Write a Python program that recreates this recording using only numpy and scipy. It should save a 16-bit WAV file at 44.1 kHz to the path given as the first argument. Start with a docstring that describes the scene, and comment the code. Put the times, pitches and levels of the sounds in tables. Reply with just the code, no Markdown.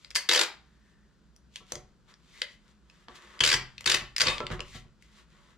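"""Packing tape rasps off a hand-held gun onto a tall cardboard box in a small store room.
Each short pull is a run of stick-slip jerks: the glue cracks loose and the taut film rings.
The blade tears the tape off with sharp snaps and a crackle. In between, metal rings faintly, a hand
rubs and squeaks over the tape, film and gun click, and bumps make the hollow box knock and boom.
A fan drones underneath."""
import sys
import numpy as np
from scipy import signal
from scipy.fft import rfft, irfft, next_fast_len
from scipy.io import wavfile

SR = 44100
rng = np.random.default_rng(int(sys.argv[2]) if len(sys.argv) > 2 else 0)


def to_wav(s):
    """Save 16-bit WAV."""
    ch = np.atleast_2d(s).T  # columns
    pcm = np.round(np.clip(ch, -1, 1) * 32767)  # PCM
    wavfile.write(sys.argv[1], SR, pcm.astype(np.int16))


N = 245989

# Levels in the tables are faders within a layer; the functions add each layer's trim.
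# runs of tape jerks, five pulls and then the sharp snaps as the blade starts tearing the film:
#   (first jerk [s], second jerk [s], last jerk [s], jerks [count], slowing [0-1],
#   first jerk [dB], middle jerks [dB], last jerk [dB], fizz against a jerk [dB], bass [dB],
#   treble [dB], ring aimed at first [Hz], ring aimed at last [Hz], tug on the box [dB])
JERK_RUNS = [(.1529, .158, .165, 3, 0, -21, -16, -24.5, -13, -2, 11.5, 4500, 5100, -75),
             (.2887, .3115, .4315, 10, .45, -14.5, -18.3, -25.5, -13.5, 3, 3, 3900, 3600, -66),
             (3.4043, 3.4355, 3.5385, 10, 0, -15, -17.3, -17, -11, -3, .5, 3000, 5000, -35),
             (3.8581, 3.873, 3.9415, 5, .15, -18.5, -16.5, -17, -9.5, -2, 4, 4800, 4000, -40),
             (4.199, 4.2045, 4.214, 3, 0, -22, -15, -14, -15, -7, 2, 4300, 4850, -46),
             (4.262, 4.2675, 4.2815, 3, 0, -29, -19, -21, -12, -3, -9, 3300, 3600, -38)]
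# tone of the cracking film: (frequency [Hz], level [dB])
FILM_COLOUR = [(71, -40), (120, -24), (261, -22.5), (370, -7.5), (436, -11.5), (473, -9), (727, -13.5),
               (1860, -1.5), (2240, -1.5), (3660, -3.5), (4060, -5), (4780, -1.5), (5300, -5.5),
               (12000, -26), (16000, -43.5)]
# resonances of film and gun: (frequency [Hz])
FILM_RINGS_HZ = [2320, 3100, 3770, 4750]
# tone of the tearing film: (frequency [Hz], level [dB])
TEAR_COLOUR = [(180, -56.5), (300, -26), (532, 2), (714, -8.5), (1190, 5.5), (1520, -7.5), (2480, 3),
               (3270, -0.5), (3610, -15.5), (4390, -17), (4850, -5.5), (5710, -14.5), (7920, -15),
               (12100, -26.5), (15000, -59)]
# ring of the blade and its plate: (frequency [Hz], t60 [s], level against the tearing [dB])
BLADE_MODES = [(1195, .17, -5), (2550, .05, -10), (3640, .08, -5)]
# metal that sings along: (frequency [Hz], level [dB], t60 [s])
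METAL_MODES = [(811, -64.5, 0.92), (1800, -80.5, 1.6), (1810, -78.5, 1.8), (3380, -74.5, 0.99)]
# snaps of film and gun: (time [s], level [dB], bass [dB], treble [dB], ring [Hz])
CLICKS = [(.046, -44, -4.5, -9.5, 4190), (0.1046, -43, -.5, 6.5, 5240), (.111, -45, 0.5, 2, 1900),
          (0.148, -38.5, -11.5, 4, 4863), (1.3622, -57, -4, 17, 5790), (1.558, -36, -3.5, 6.5, 3260),
          (1.566, -43.5, -8.5, -2, 3150), (1.7203, -30, 11.5, 11, 6030), (1.754, -37.5, 8, 6.5, 6500),
          (2.139, -54.5, -6.5, -7, 5600), (2.4163, -29.5, -0.5, 6, 1950), (2.4179, -24.5, -3.5, -14, 3830),
          (2.898, -54, -2, -1, 2750), (3.0829, -42.5, 17, -14, 1030), (3.391, -42, -13, -4, 2200),
          (3.78, -39, -13, -5, 4070), (3.8072, -41.5, 1, 11.5, 2140), (3.8423, -42.5, 4.5, 6, 3200),
          (4.1629, -26.5, -6, 10.5, 5160), (4.1647, -30, -17, -9, 2000), (4.181, -26, -4.5, 9, 5000),
          (4.1876, -33, -4.5, 9.5, 4800), (4.381, -33.5, 11, -8, 3500), (4.403, -31, 20.5, -11, 1930),
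          (4.4663, -32.5, -20.5, -5, 2950), (4.5016, -37, 30, -25, 3040), (4.593, -38.5, 25, -25, 1790),
          (4.604, -31.5, 3.5, 0, 2820), (5.023, -55.5, -15.5, 13, 2140)]
# bumps on the box: (time [s], panel knock [dB], hollow boom [dB])
BUMPS = [(1.603, -61.5, -57), (1.724, -51.5, -48.5), (1.758, -56, -46), (3.084, -54.5, -66),
         (3.462, -55, -37.5), (3.61, -59, -55), (4.015, -53.5, -42.5), (4.226, -42, -39.5),
         (4.2619, -43, -45.5), (4.401, -36.5, -61), (4.429, -56, -41.5), (4.503, -53, -31.5),
         (4.522, -44.5, -34.5), (4.593, -45.5, -48), (4.746, -51, -42), (4.845, -68, -49.5)]
# knock of the stiff cardboard panels: (frequency [Hz], level [dB], t60 [s])
PANEL_MODES = [(264, 0, 0.081), (366, 1.5, 0.16), (363, 7.5, 0.027), (454, 0.5, 0.073), (507, 6.5, 0.009),
               (650, -0.5, 0.055), (743, -6.5, 0.22), (1000, 6.5, 0.014), (1146, 1.5, 0.11),
               (1334, -3, 0.17)]
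# boom of the air and big faces of the box: (frequency [Hz], level [dB], t60 [s])
HOLLOW_MODES = [(46.4, -5, 0.6), (91.7, -3, 0.38), (128.9, -2, 0.3), (157.6, -5.5, 0.17),
                (211.5, -3, 0.078)]
# hand strokes: (full pressure [s], hold [s], attack [dB/s], cardboard rub [dB], film hiss [dB])
STROKES = [(.01, 0.059, 300, -67.5, -60), (.62, 0.15, 100, -74, -72.5), (0.881, .04, 60, -77, -69),
           (1.558, 0.016, 399.5, -69.5, -51), (1.71, 0.041, 250, -58.5, -52.5),
           (2.09, 0.023, 600, -56, -59), (2.38, 0.053, 104, -55.5, -51.5), (2.492, 0.045, 200, -72, -58.5),
           (2.688, 0.024, 98, -64.5, -65.5), (2.94, 0.1, 115, -64, -64.5), (3.092, 0.11, 697, -52.5, -61),
           (3.154, 0.0091, 1200, -56, -47), (3.22, 0.36, 98.5, -52, -58), (3.7, 0.67, 99.5, -65.5, -67.5),
           (4.516, 0.002, 1100, -31.5, -40.5), (4.685, .03, 200, -76, -51.5),
           (4.749, 0.017, 250, -62, -43.5), (5.024, 0.037, 400, -75, -63), (5.186, 0.019, 99, -57.5, -56.5),
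           (5.322, 0.21, 195.5, -61.5, -65)]
# tone of skin on cardboard: (frequency [Hz], level [dB])
RUB_COLOUR = [(210, -41.5), (350, -4.5), (495, -15.5), (791, -12.5), (1180, -2), (1550, -7), (1940, -3.5),
              (2310, -14), (3580, -13.5), (4000, -15.5), (5200, -53.5), (8800, -120)]
# tone of skin on film: (frequency [Hz], level [dB])
HISS_COLOUR = [(1500, -27.5), (2100, 4.5), (2600, 2.5), (3500, 5), (6500, -3), (9000, -11), (13000, -18.5),
               (16000, -41)]
# narrow singing tones, a faint metal ring after the first pulls and then short squeaks on the film:
#   (time [s], length [s], level [dB], pitch [Hz])
SINGING_TONES = [(0.549, 0.66, -73.5, 1792), (2.328, 0.082, -56, 2040), (4.642, 0.017, -53.5, 2010),
                 (4.712, 0.08, -52, 1900)]
# reverb decay: (frequency [Hz], t60 [s])
ROOM_T60 = [(100, 1), (400, 0.24), (1000, .37), (2500, 0.33), (5000, 0.31), (8000, 0.2), (14000, 0.24)]
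# reverb tone: (frequency [Hz], level [dB])
ROOM_COLOUR = [(100, -9.5), (500, 4.5), (1500, -1), (3000, -4), (5000, -6), (8000, -3), (14000, -4)]
# room tone: (frequency [Hz], level [dB])
AIR_COLOUR = [(15, -48), (25, -18), (43, 0.5), (64, -3.5), (87, -21.5), (166, -6.5), (285, -19.5),
              (363, -19.5), (796, -32), (988, -27), (1260, -28.5), (1480, -25.5), (2110, -40),
              (4870, -36.5), (16000, -62)]
# fan drone: (frequency [Hz], level [dB])
FAN_TONES = [(53, -70), (118, -77.5), (208, -71)]
# stereo width: (frequency [Hz], left-right correlation [0-1])
CORRELATION = [(100, 0.51), (500, 0.77), (1500, 0.71), (3000, 0.62), (4500, 0.46), (6000, 0.84),
               (12000, 0.058)]
# resonance of the microphone ports: (frequency [Hz], level [dB])
PORT_COLOUR = [(10, -3.5), (6000, -2.5), (7400, 2.5), (8500, -1.5), (10500, -3.5), (20000, -2.5)]
# stereo balance: (frequency [Hz], left minus right [dB])
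BALANCE = [(100, 0), (1000, 0), (2500, 3), (4000, 3), (5500, 1.5), (7300, 2.5), (8700, -5), (10300, -0.5),
           (14000, -3.5)]

JERK_S, SLIP_SHARE, FIZZ_S = .0085, .72, .018   # longest slip; slip's share of a gap; fizz decay time
TENSION_DB = 2.2   # a middle jerk gains this much after sticking twice as long
JERK_SPREAD_DB, TREBLE_SPREAD_DB, RING_SPREAD = 1.0, 2.5, .15   # middle jerks vary; ring in log pitch
JITTER = .09   # uneven timing: share of the mean gap between jerks


def tape_jerks(size=3072):
    """Each jerk is a swell of cracks and a fizz: glue giving way in a pull, film snapping on the blade."""
    out, t = np.zeros((2, N)), np.arange(size) / SR
    for run in JERK_RUNS:
        *timing, first_db, middle_db, last_db, fizz_db, bass_db, treble_db, first_hz, last_hz, _ = run
        fizz = from_db(fizz_db) * np.exp(-t / FIZZ_S)
        times = jerk_times(*timing)
        gaps = np.diff(times)
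        lengths = np.clip(SLIP_SHARE * np.append(gaps, gaps[-1]), 1 / SR, JERK_S)
        chance = np.pad(rng.standard_normal((len(times) - 2, 3)), ((1, 1), (0, 0)))
        stuck = np.log2(gaps[:-1])
        tension_db = TENSION_DB * (stuck - stuck.mean())
        levels = np.hstack([first_db, middle_db + tension_db, last_db]) + JERK_SPREAD_DB * chance[:, 0]
        trebles = treble_db + TREBLE_SPREAD_DB * chance[:, 1]
        # the ring shifts as the free film changes length
        rings = np.geomspace(first_hz, last_hz, len(times)) * np.exp(RING_SPREAD * chance[:, 2])
        for s, length, level_db, bright_db, hz in zip(times, lengths, levels, trebles, rings):
            attack = np.clip(t / (.3 * length), 0, 1) ** .7
            release = np.exp(-np.maximum(t - .75 * length, 0) / .0011)
            cracks = grains(size, per_s=16000, spread_db=1.2) * (attack * release + fizz)
            jerk = film(cracks, bass_db, bright_db, nearest_ring(hz), ring_db=4, width_hz=380)
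            add(out, s, from_db(level_db - 0.45) * rms_one(jerk) * np.sqrt(length * SR / size))
    return out


def jerk_times(first_s, second_s, last_s, jerks, slowing):
    """The tape gives, catches once, then stutters in jerks that spread out if the hand slows."""
    progress = np.linspace(0, 1, round(jerks) - 1)
    progress[1:-1] += JITTER * progress[1] * rng.standard_normal(len(progress) - 2)
    slowed = progress - slowing * progress * (1 - progress)
    return np.append(first_s, second_s + (last_s - second_s) * slowed)


def nearest_ring(hz):
    """The resonance of film and gun that lies closest to hz."""
    return min(FILM_RINGS_HZ, key=lambda ring_hz: abs(np.log(ring_hz / hz)))


def film(cracks, bass_db, treble_db, ring_hz, ring_db, width_hz):
    """Cracks radiate from the taut film, whose free length and tension set its ring and brightness."""
    tilt = [(700, bass_db), (1800, 0.011), (4800, 0.0028), (7000, treble_db)]
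    sound = colour(cracks, [(hz, db + at_hz(tilt, hz)) for hz, db in FILM_COLOUR], size=1024)
    return sound + from_db(ring_db) * resonance(sound, ring_hz, width_hz)


def tear(level_db=-31):
    """The teeth of the blade split the film in a dense crackle, which sets the blade ringing."""
    bite = swell(4.258, hold_s=0.044, rise_db_per_s=600, fall_db_per_s=230)
    crackle = from_db(level_db) * bite * grains(N, per_s=7000, spread_db=2.2)
    rip = rms_one(colour(crackle, TEAR_COLOUR))
    blade = sum(from_db(db) * rms_one(ring(crackle, hz, t60)) for hz, t60, db in BLADE_MODES)
    return np.std(crackle) * (rip + blade)


def metal(tape, trim_db=-15):
    """Metal rings faintly in sympathy with the tape."""
    return sum(from_db(db + trim_db) * ring(tape, hz, t60) for hz, db, t60 in METAL_MODES)


def clicks(trim_db=-7.5, size=2048):
    """A crease or a loose part of the gun snaps over within a few milliseconds."""
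    out, t = np.zeros((2, N)), np.arange(size) / SR
    envelope = np.clip(t / .0009, 0, 1) * np.exp(-np.maximum(t - .002, 0) / .0012)
    for s, level_db, bass_db, treble_db, ring_hz in CLICKS:
        snap = film(diffuse(size) * envelope, bass_db, treble_db, ring_hz, ring_db=7, width_hz=600)
        add(out, s, from_db(level_db + trim_db) * rms_one(snap))
    return out


def box(size=1024):
    """Each bump is a scuff that knocks the panels and a push that booms in the hollow."""
    out, t = np.zeros(N), np.arange(size) / SR
    scuffs, pushes = np.zeros(N), np.zeros(N)
    push = np.diff(-np.exp(-t / 0.00039))
    # the tape tugs as each run of jerks starts and stops, with the knock turned down against the boom
    tugs = [(s, db - 8, db) for first_s, _, last_s, *_, db in JERK_RUNS for s in (first_s, last_s)]
    for s, knock_db, boom_db in BUMPS + tugs:
        scuff = rms_one(rng.standard_normal(size) * np.exp(-t / 0.0055)) / np.sqrt(size)
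        add(scuffs, s, from_db(knock_db + 3.5) * scuff)
        add(pushes, s, from_db(boom_db + 2.0) * push)
    for drive, modes in ((scuffs, PANEL_MODES), (pushes, HOLLOW_MODES)):
        for k, (hz, level_db, t60) in enumerate(modes):
            out += (-1) ** k * from_db(level_db) * ring(drive, hz, t60)
    return out


def hand(rub_trim_db=-4, hiss_trim_db=-3.5):
    """Skin catches on paper fibres and, more brightly, on the film, where small creases give way."""
    rub, hiss = from_db(-78.5), from_db(-77)   # the hand never lies quite still
    for s, hold_s, rise_db_per_s, rub_db, hiss_db in STROKES:
        pressure = swell(s, hold_s, rise_db_per_s, fall_db_per_s=380)
        rub = np.maximum(rub, from_db(rub_db) * pressure)
        hiss = np.maximum(hiss, from_db(hiss_db) * pressure)
    paper = rub * rms_one(colour(grains(N, per_s=6300, spread_db=6.0), RUB_COLOUR))
    catches = grains(N, per_s=5700, spread_db=3.0)
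    crinkles = from_db(-12) * grains(N, per_s=40, spread_db=5)
    tape = hiss * rms_one(colour(catches + crinkles, HISS_COLOUR))
    return from_db(rub_trim_db) * paper + from_db(hiss_trim_db) * tape


def singing_tones():
    """Narrow bands of noise swell and fade: a lingering metal ring, then short friction squeaks."""
    out = np.zeros(N)
    for s, length, level_db, hz in SINGING_TONES:
        song = rms_one(resonance(rng.standard_normal(SR), hz, width_hz=180))[:int(length * SR)]
        add(out, s, from_db(level_db) * song * np.sqrt(np.hanning(len(song))))
    return out


def room(send, size=32768):
    """Stereo reflections from table and shelves, fed by the left channel and dying band by band."""
    t, noise, tail = np.arange(size) / SR, rfft(diffuse(size)), 0
    octave = np.log2(np.maximum(np.arange(size // 2 + 1) * SR / size, 1))
    centres = np.geomspace(100, 14000, 12)
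    onset = np.clip((t - .002) / 0.0024, 0, 1)
    early_lift = 1 + np.exp(-t / 0.014)
    for hz, weights in zip(centres, np.eye(len(centres))):
        band = irfft(noise * np.interp(octave, np.log2(centres), weights))
        fade = np.exp(-np.log(1000) * t / at_hz(ROOM_T60, hz)) * early_lift * onset
        tail = tail + from_db(at_hz(ROOM_COLOUR, hz)) * band * fade / np.sqrt(np.sum(fade ** 2))
    return signal.fftconvolve(send[:1], tail, axes=1)[:, :N]


def background():
    """A bed of still room air and the unsteady drone of a fan."""
    air = from_db(-60) * rms_one(colour(diffuse(N), AIR_COLOUR))
    drone = sum(from_db(db) * rms_one(resonance(rng.standard_normal(N), hz, width_hz=0.034 * hz))
                for hz, db in FAN_TONES)
    low_cut = signal.butter(6, 44, "high", fs=SR, output="sos")
    return signal.sosfilt(low_cut, air + drone)


def grains(n, per_s, spread_db):
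    """Tiny random fractures of uneven size, each radiating its own way; stereo, rms 1."""
    sizes = from_db(spread_db * np.minimum(rng.exponential(1, n), 4))
    fires = rng.random(n) < per_s / SR
    return rms_one(stereo_image(sizes * fires * rng.choice([-1, 1], (2, n))))


def diffuse(n):
    """Stereo white noise arriving from all sides."""
    return stereo_image(rng.standard_normal((2, n)))


def stereo_image(pair):
    """Blend two unrelated signals into a close stereo pair, widest in the top treble."""
    n = next_fast_len(pair.shape[-1], True)
    mid, side = rfft(pair, n)
    alike = np.clip(at_hz(CORRELATION, np.arange(len(mid)) * SR / n), -1, 1)
    left_right = np.sqrt((1 + alike) / 2) * mid + np.sqrt((1 - alike) / 2) * side * [[1], [-1]]
    return irfft(left_right, n)[:, :pair.shape[-1]]


def swell(s, hold_s, rise_db_per_s, fall_db_per_s):
    """Gain that rises to 1 at time s, holds and falls away."""
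    t = np.arange(N) / SR - s
    down_db = rise_db_per_s * np.maximum(-t, 0) + fall_db_per_s * np.maximum(t - hold_s, 0)
    return from_db(-np.minimum(down_db, 200))


def colour(x, spectrum, size=4096):
    """Minimum-phase EQ with the given curve, rolling off 18 dB an octave outside it."""
    hz = np.maximum(np.arange(size // 2 + 1) * SR / size, 1)
    outside = np.maximum(np.log2(spectrum[0][0] / hz), 0) + np.maximum(np.log2(hz / spectrum[-1][0]), 0)
    cepstrum = irfft(np.log(from_db(at_hz(spectrum, hz) - 18 * np.minimum(outside, 4))))
    cepstrum[1:size // 2] *= 2
    cepstrum[size // 2 + 1:] = 0
    response = irfft(np.exp(rfft(cepstrum)))
    return signal.fftconvolve(x, np.array(response, ndmin=x.ndim), axes=-1)[..., :x.shape[-1]]


def resonance(x, hz, width_hz):
    """Two-pole band-pass with gain 1 at its peak."""
    r, w = np.exp(-np.pi * width_hz / SR), 2 * np.pi * hz / SR
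    return signal.lfilter(np.array([1, 0, -1]) * (1 - r * r) / 2, [1, -2 * r * np.cos(w), r * r], x)


def ring(x, hz, t60):
    """A unit click sets a sine of height 1 ringing."""
    r, w = np.exp(-np.log(1000) / (t60 * SR)), 2 * np.pi * hz / SR
    return signal.lfilter([0, np.sin(w)], [1, -2 * r * np.cos(w), r * r], x + 1e-18)


def from_db(db):
    """Decibels to gain."""
    return 10 ** (np.asarray(db) / 20)


def rms_one(x):
    """Scale to rms 1."""
    return x / np.sqrt(np.mean(x ** 2) + 1e-20)


def at_hz(points, hz):
    """Read a table on a log-frequency axis."""
    return np.interp(np.log(np.maximum(hz, 1)), np.log(np.array(points)[:, 0]), np.array(points)[:, 1])


def add(track, s, sound):
    """Mix a sound in at time s."""
    at = max(round(s * SR), 0)
    track[..., at:at + sound.shape[-1]] += sound[..., :N - at]


def scene():
    """Tape, gun, box and hand in the room; the snaps sit drier than the rest of the action."""
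    tape = tape_jerks() + tear()
    snaps = clicks()
    action = tape + metal(tape) + box() + hand() + singing_tones()
    return action + snaps + room(action + from_db(-3.5) * snaps) + background()


def record(dry):
    """The left microphone hears one sample later, the two differ in colour, and the top is cut."""
    late_left = np.concatenate([[0], dry[0, :-1]])
    ports = colour(np.array([late_left, dry[1]]), PORT_COLOUR)
    heard = [colour(x, [(10, 0.0027)] + [(hz, sign * db / 2) for hz, db in BALANCE] + [(SR / 2, 0)])
             for x, sign in zip(ports, (1, -1))]
    high_cut = signal.ellip(10, .1, 80, 15900, fs=SR, output="sos")
    return signal.sosfilt(high_cut, heard)


dry = scene()
out = record(dry)
to_wav(out)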